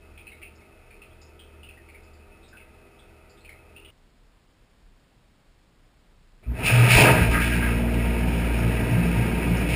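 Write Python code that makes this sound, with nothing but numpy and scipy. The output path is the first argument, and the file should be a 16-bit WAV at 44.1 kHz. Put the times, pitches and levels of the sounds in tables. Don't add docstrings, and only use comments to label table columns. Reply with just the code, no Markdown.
import sys
import numpy as np
from scipy import signal
from scipy.fft import rfft, irfft
from scipy.io import wavfile

SR = 44100
rng = np.random.default_rng(int(sys.argv[2]) if len(sys.argv) > 2 else 0)


def inscribe(sig):
    pcm = np.round(np.clip(np.atleast_2d(sig).T, -1, 1) * 32767)
    wavfile.write(sys.argv[1], SR, pcm.astype(np.int16))


N = 429975
TIME_S = np.arange(N) / SR

# frequency in Hz, relative level in dB.
HISS_SPECTRUM = [(30, 3.5), (70, -1), (150, -3.5), (400, -11.5), (1000, -16.5), (2500, -20), (5600, -24.5)]
RUMBLE_SPECTRUM = [(18, -15), (28, 3.5), (36, 1), (46, -8), (60, -12)]
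IDLE_SPECTRUM = [(22, -5), (60, 1.5), (120, -0.5), (250, 1.5), (450, 0.5), (700, -3), (930, -7),
                 (1060, -16), (1350, -0.5), (1700, -15), (2100, -6.5), (2550, -17.5), (2800, -32),
                 (3300, -37), (5600, -24)]
# frequency in Hz, width in Hz, relative level in dB.
TUB_MODES = [(75.4, 2.7, 3.5), (918, 15, -8.5), (1250, 6.8, -9.5), (1426, 25, -16), (2200, 17, -15),
             (2460, 100, -3), (2568, 20, 0)]
# frequency in Hz, relative level in dB.
MOTOR_TONES = [(32.3, -69.5), (75.4, -55.5), (118.4, -67), (328.4, -68.5), (403.7, -64), (446.8, -68.5),
               (489.9, -82), (511.4, -73.5), (635.2, -69.5), (721.4, -80), (775.2, -84)]
# start in seconds, bubble pitch in Hz, relative level in dB.
DRIPS = [(0.176, 2470, -49.5), (0.269, 2570, -47), (0.314, 2190, -51), (0.416, 2260, -47),
         (0.427, 2600, -46), (0.553, 5200, -66.5), (0.608, 2200, -59.5), (0.905, 2410, -53.5),
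         (1.017, 2560, -50.5), (1.105, 3300, -68), (1.215, 5130, -58), (1.393, 3160, -53),
         (1.631, 2800, -50.5), (1.687, 2580, -49.5), (1.77, 1880, -56), (1.886, 2300, -53.5),
         (1.943, 2210, -52), (2.033, 5006, -68), (2.135, 4661, -67), (2.43, 3750, -61.5),
         (2.48, 5050, -63.5), (2.527, 1510, -52), (2.567, 2550, -51.5), (2.6, 2196, -57.5),
         (2.99, 3460, -59.5), (3.295, 4737, -62.5), (3.37, 3560, -65), (3.405, 4166, -66),
         (3.448, 2460, -51), (3.49, 2160, -48), (3.762, 2730, -49), (3.846, 2920, -51.5),
         (6.433, 2360, -59.5), (8.381, 5404, -54), (8.577, 5230, -51), (8.755, 5400, -64),
         (8.908, 5270, -53), (9.568, 5400, -48)]
# time in seconds, drone base level in dB.
PUMP_LOAD = [(7.3, -25.5), (7.35, -25.5), (8.08, -24.5), (9.51, -29.5), (9.7, -28.5), (9.75, -25)]
# multiple of the rotation rate, relative level in dB.
PUMP_ORDERS = [(1, 0.5), (2, -8), (3, -11.5), (4, -7), (5, -14.5), (6, -19.5), (7, -23), (8, -20.5),
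               (9, -22)]
# time in seconds, flow in dB above steady.
JET_FLOW = [(6.42, -47), (6.5, -18), (6.6, -1.5), (6.7, 5.5), (6.85, 8.5), (7.15, 6.5), (7.28, -1),
            (7.9, -0.5), (8.7, .5), (9.75, .5)]
# frequency in Hz, relative level in dB.
SURGE_SPECTRUM = [(22, -24), (32, -9), (45, 0), (65, -1), (100, -1), (160, -28)]
WALL_SPECTRUM = [(240, -18), (360, -7.5), (490, 0.5), (555, -2), (650, 2.5), (780, -3), (950, 0.5),
                 (1130, -15), (1500, -18)]
PANEL_SPECTRUM = [(45, -17), (75, -23), (110, -4), (150, 0), (200, -1), (260, -8), (400, -10.5)]
SPLASH_SPECTRUM = [(950, -25), (1110, -10), (1240, -1), (1630, 0.5), (1950, 1.5), (2400, -7), (3000, -35)]
PATTER_SPECTRUM = [(1120, -33), (1900, -12.5), (2030, -14.5), (2210, -1), (2530, 0), (3420, -16.5),
                   (4350, -23.5), (5330, -18), (5600, -20.5), (7280, -64), (12300, -120)]
CRACKLE_SPECTRUM = [(2500, -32), (3500, 0), (5000, 2), (7000, -9)]
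# frequency in Hz, width in Hz, relative level in dB.
WALL_MODES = [(436, 14, 3), (464.4, 13, -2), (501, 12, -1.5), (628.4, 8.4, 4.5), (757, 4.3, -7),
              (921, 15, 3), (1055, 9.4, -26), (1621, 50, -2.5)]
PANEL_MODES = [(114.8, 4.2, 0), (171, 6.5, 1), (223, 11, -14.5), (286.7, 7.6, -5)]
SUMP_MODES = [(1619, 43, -2)]
RACK_MODES = [(2475, 86, 1.5), (2580, 54, -1)]
# peak time in seconds, hold in seconds, pitch in Hz, level in dB.
PANEL_BOOMS = [(6.74, 0.12, 120, -14.5), (6.925, 0.016, 120, -18), (7.032, .004, 121, -17.5),
               (7.102, 0.0033, 125, -16.5), (8.665, 0.018, 117.5, -24), (8.67, 0.018, 175, -24),
               (8.939, 0.021, 116.5, -19.5), (8.985, 0.019, 171.4, -22), (9.07, .025, 173, -25.5),
               (9.195, .01, 116, -21), (9.52, .015, 171, -25.5), (9.65, 0.012, 175, -28)]
# peak time in seconds, level in dB.
SLUG_THUDS = [(6.965, -20), (7.14, -23.5), (7.2, -21), (7.3, -24)]
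# peak time in seconds, hold in seconds, level in dB.
SUMP_SPLASHES = [(6.71, .015, -32.5), (6.95, .11, -29), (7.08, 0.01, -24), (7.2, 0.0078, -28.5),
                 (7.37, .01, -25), (7.54, .02, -33.5), (7.649, 0.012, -31.5)]
# peak time in seconds, hold in seconds, level in dB.
RACK_SWEEPS = [(6.673, 0.0058, -22), (6.921, 0.095, -17.5), (7.22, 0.0067, -29.5), (7.329, .01, -30),
               (7.435, 0.014, -27.5), (7.54, .02, -32.5), (7.65, .015, -35.5), (9.713, .02, -32)]


def from_db(db):
    return 10 ** (np.asarray(db) / 20)


def unit_rms(x):
    return x / np.sqrt(np.mean(x ** 2) + 1e-20)


def power_sum(*gains):
    return np.sqrt(sum(gain ** 2 for gain in gains))


def curve(rows):
    return np.interp(TIME_S, *np.transpose(rows))


def swell(peak_s, rise_s, hold_s=0, fall_db_per_s=0):
    rise = np.clip(1 + (TIME_S - peak_s) / rise_s, 0, 1)
    falling_s = np.clip(TIME_S - peak_s - hold_s, 0, 2)
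    return np.sin(np.pi / 2 * rise) ** 2 * from_db(-fall_db_per_s * falling_s)


def noise():
    return rng.standard_normal(N)


def drift(rate_hz, knots=8192):
    hz = np.arange(knots // 2 + 1) * SR / N
    slow = irfft(rfft(rng.standard_normal(knots)) / (1 + (hz / rate_hz) ** 2), knots)
    return np.interp(TIME_S, np.linspace(0, N / SR, knots), unit_rms(slow))


def impacts(per_s, spread_db):
    sizes = from_db(spread_db * np.minimum(rng.exponential(1, N), 4)) * rng.choice([-1, 1], N)
    return unit_rms(sizes * (rng.random(N) < per_s / SR))


def colour(x, spectrum):
    hz = np.maximum(np.arange(N // 2 + 1) * SR / N, 1)
    points_hz, points_db = np.transpose(spectrum)
    skirts = np.minimum(1, np.minimum(hz / points_hz[0], points_hz[-1] / hz)) ** 6
    gain = from_db(np.interp(np.log(hz), np.log(points_hz), points_db))
    return unit_rms(irfft(rfft(x) * skirts * gain, N))


def resonate(x, modes):
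    out = 0
    for hz, width_hz, db in modes:
        radius = np.exp(-np.pi * width_hz / SR)
        feedback = [1, -2 * radius * np.cos(2 * np.pi * hz / SR), radius ** 2]
        out += from_db(db) * unit_rms(signal.lfilter([1, 0, -1], feedback, x))
    return unit_rms(out)


def tub(x, direct_db, t60_s=0.29):
    t = TIME_S[:SR // 2]
    echoes = rng.standard_normal(len(t)) * from_db(-60 * t / t60_s)
    echoes /= np.linalg.norm(echoes)
    echoes[0] += from_db(direct_db)
    return signal.fftconvolve(x, echoes / np.linalg.norm(echoes))[:len(x)]


def background(hiss_db=-61, rumble_db=-60):
    hiss = from_db(hiss_db) * colour(noise(), HISS_SPECTRUM)
    return hiss + from_db(rumble_db) * colour(noise(), RUMBLE_SPECTRUM)


def idle(rush_db=-58, ring_db=-59.5, tone_trim_db=-1, waver=0.35):
    rush = from_db(rush_db) * colour(tub(noise(), direct_db=-3.5), IDLE_SPECTRUM)
    hum, top_hz = 0, MOTOR_TONES[-1][0]
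    for hz, db in MOTOR_TONES:
        shake = 1 + waver * np.sqrt(hz / top_hz) * drift(rate_hz=7)
        hum += from_db(db + tone_trim_db) * shake * np.sin(2 * np.pi * (hz * TIME_S + rng.random()))
    return np.sqrt(2) * hum + rush + from_db(ring_db) * resonate(noise(), TUB_MODES)


def drips(decay_cycles=3.54, glide=0.023, trim_db=-0.5, splat_db=-19):
    out, t = np.zeros(N + SR), TIME_S[:SR // 3]
    splat_band = signal.butter(2, [2500, 4600], "band", fs=SR, output="sos")
    for start_s, hz, db in DRIPS:
        age = t * hz / decay_cycles
        pitch_hz = hz * (1 + glide * (0.5 - np.exp(-age)))
        bubble = np.sin(2 * np.pi * np.cumsum(pitch_hz) / SR)
        splat = from_db(splat_db) * unit_rms(signal.sosfilt(splat_band, rng.standard_normal(len(t))))
        envelope = (1 - np.exp(-2 * age)) * np.exp(-age)
        plink = tub((bubble + splat) * envelope, direct_db=-19)
        start = round(start_s * SR)
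        out[start:start + len(t)] += from_db(db + trim_db) * plink / np.std(plink[:SR // 25])
    return out[:N]


def motor_jolt(mains_hz=60, level_db=-24, buzz_db=-11):
    phase = 2 * np.pi * mains_hz * TIME_S
    buzz = np.sin(2 * phase) + np.sin(4 * phase) / 2
    kick = from_db(level_db) * swell(peak_s=6.495, rise_s=0.041, hold_s=0.018, fall_db_per_s=280)
    return np.sqrt(2) * kick * (np.sin(phase) + from_db(buzz_db) * buzz)


def pump(rotation_hz=58.4, wobble_hz=0.433, flutter=0.21, primed_s=7.27):
    turns = np.cumsum(rotation_hz + wobble_hz * drift(rate_hz=5.32)) / SR
    drone = 0
    for order, db in PUMP_ORDERS:
        shake = 1 + flutter * min(order / 3, 1) * drift(rate_hz=3.5)
        drone += from_db(db) * shake * np.sin(2 * np.pi * (order * turns + rng.random()))
    return np.sqrt(2) * from_db(curve(PUMP_LOAD)) * drone * swell(primed_s, rise_s=0.19)


def panel_booms(roughness=0.082):
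    out = 0
    for peak_s, hold_s, hz, db in PANEL_BOOMS:
        tone = np.sqrt(2) * np.sin(2 * np.pi * (hz * (TIME_S - peak_s) + rng.random()))
        out += from_db(db) * swell(peak_s, rise_s=0.036, hold_s=hold_s, fall_db_per_s=260) * tone
    return out * (1 + roughness * drift(rate_hz=27))


def surge(flow_db, steady_db=-36.5):
    thuds = [from_db(db) * swell(peak_s, rise_s=0.044, hold_s=0.015, fall_db_per_s=200)
             for peak_s, db in SLUG_THUDS]
    return power_sum(from_db(steady_db + 0.36 * flow_db), *thuds) * colour(noise(), SURGE_SPECTRUM)


def slam(level_db, fall_db_per_s):
    return from_db(level_db) * swell(6.972, rise_s=0.0091, hold_s=0.095, fall_db_per_s=fall_db_per_s)


def steel(flow_db, wall_db=-39, panel_db=-35, wall_ring_db=-3.5, panel_ring_db=-1):
    slugs = impacts(per_s=2500, spread_db=3)
    walls = colour(tub(slugs, direct_db=5.5), WALL_SPECTRUM)
    walls += from_db(wall_ring_db) * resonate(noise(), WALL_MODES)
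    panels = colour(slugs, PANEL_SPECTRUM) + from_db(panel_ring_db) * resonate(noise(), PANEL_MODES)
    load_db = curve(PUMP_LOAD)
    gulp_db = load_db.max() - load_db
    wash = from_db(wall_db + flow_db)
    drum = from_db(panel_db + 0.59 * flow_db + gulp_db)
    walls *= power_sum(wash, slam(level_db=-21.5, fall_db_per_s=60))
    panels *= power_sum(drum, slam(level_db=-23, fall_db_per_s=44))
    return walls + panels


def bubbles(per_s=1200, sizes=8, low_hz=1150, high_hz=2450):
    births = impacts(per_s, spread_db=4)
    size_of_birth = rng.integers(0, sizes, N)
    out = 0
    for size, hz in enumerate(np.geomspace(low_hz, high_hz, sizes)):
        out += resonate(births * (size_of_birth == size) + 1e-18, [(hz, hz / 8, 0)])
    return unit_rms(out)


def sump(flow_db, steady_db=-40.5, steady_ring_db=-9, splash_ring_db=-3):
    steady = from_db(steady_db + 1.3 * flow_db)
    splashes = power_sum(*(from_db(db) * swell(peak_s, rise_s=0.062, hold_s=hold_s, fall_db_per_s=124)
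                           for peak_s, hold_s, db in SUMP_SPLASHES))
    fizz = colour(tub(bubbles(), direct_db=-1), SPLASH_SPECTRUM)
    ring_gain = power_sum(from_db(steady_ring_db) * steady, from_db(splash_ring_db) * splashes)
    return power_sum(steady, splashes) * fizz + ring_gain * resonate(noise(), SUMP_MODES)


def spray(gain, crackle_db=-12):
    patter = colour(tub(impacts(per_s=7000, spread_db=2), direct_db=8), PATTER_SPECTRUM)
    crackle = colour(impacts(per_s=2500, spread_db=2.5), CRACKLE_SPECTRUM)
    nearness = (gain / gain.max()) ** 0.73
    return gain * (patter + from_db(crackle_db) * nearness * crackle)


def racks(flow_db, steady_db=-38, ring_db=-9, spatter_db=0.74, fall_db_per_s=115):
    sweeps = [from_db(db) * swell(peak_s, rise_s=0.053, hold_s=hold_s, fall_db_per_s=fall_db_per_s)
              for peak_s, hold_s, db in RACK_SWEEPS]
    steady = from_db(steady_db + 1.53 * flow_db + spatter_db * drift(rate_hz=14))
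    gain = power_sum(steady, *sweeps)
    ring_gain = power_sum(from_db(ring_db) * gain, slam(level_db=-24.5, fall_db_per_s=fall_db_per_s))
    return spray(gain) + ring_gain * resonate(noise(), RACK_MODES)


def jets(sputter_db=0.38, opening_s=0.05):
    flow_db = curve(JET_FLOW)
    water = racks(flow_db) + sump(flow_db) + steel(flow_db) + surge(flow_db)
    onset = swell(JET_FLOW[0][0] + opening_s, opening_s)
    return water * from_db(sputter_db * drift(rate_hz=40)) * onset


def scene(stop_s=3.908, restart_s=6.425, fade_s=0.004):
    floor = background()
    wash = motor_jolt() + pump() + jets() + panel_booms()
    pause_gate = np.interp(TIME_S, [stop_s - fade_s, stop_s, restart_s, restart_s + fade_s], [1, 0, 0, 1])
    return (floor + (idle() + drips()) * pause_gate + wash)[None]


def record(dry, rate_hz=12000, band_hz=5800, full_scale=0.8, soften_hz=17000, cutoff_hz=15300):
    band = signal.sosfilt(signal.butter(8, band_hz, fs=SR, output="sos"), dry)
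    samples = np.clip(signal.resample_poly(band, rate_hz, SR, axis=1), -full_scale, full_scale)
    held = signal.resample_poly(np.repeat(samples, 8, axis=1), SR, 8 * rate_hz, axis=1)[:, :N]
    soft = signal.sosfilt(signal.butter(1, soften_hz, fs=SR, output="sos"), held)
    return signal.sosfilt(signal.ellip(12, 0.2, 90, cutoff_hz, fs=SR, output="sos"), soft)


dry = scene()
out = record(dry)
inscribe(out)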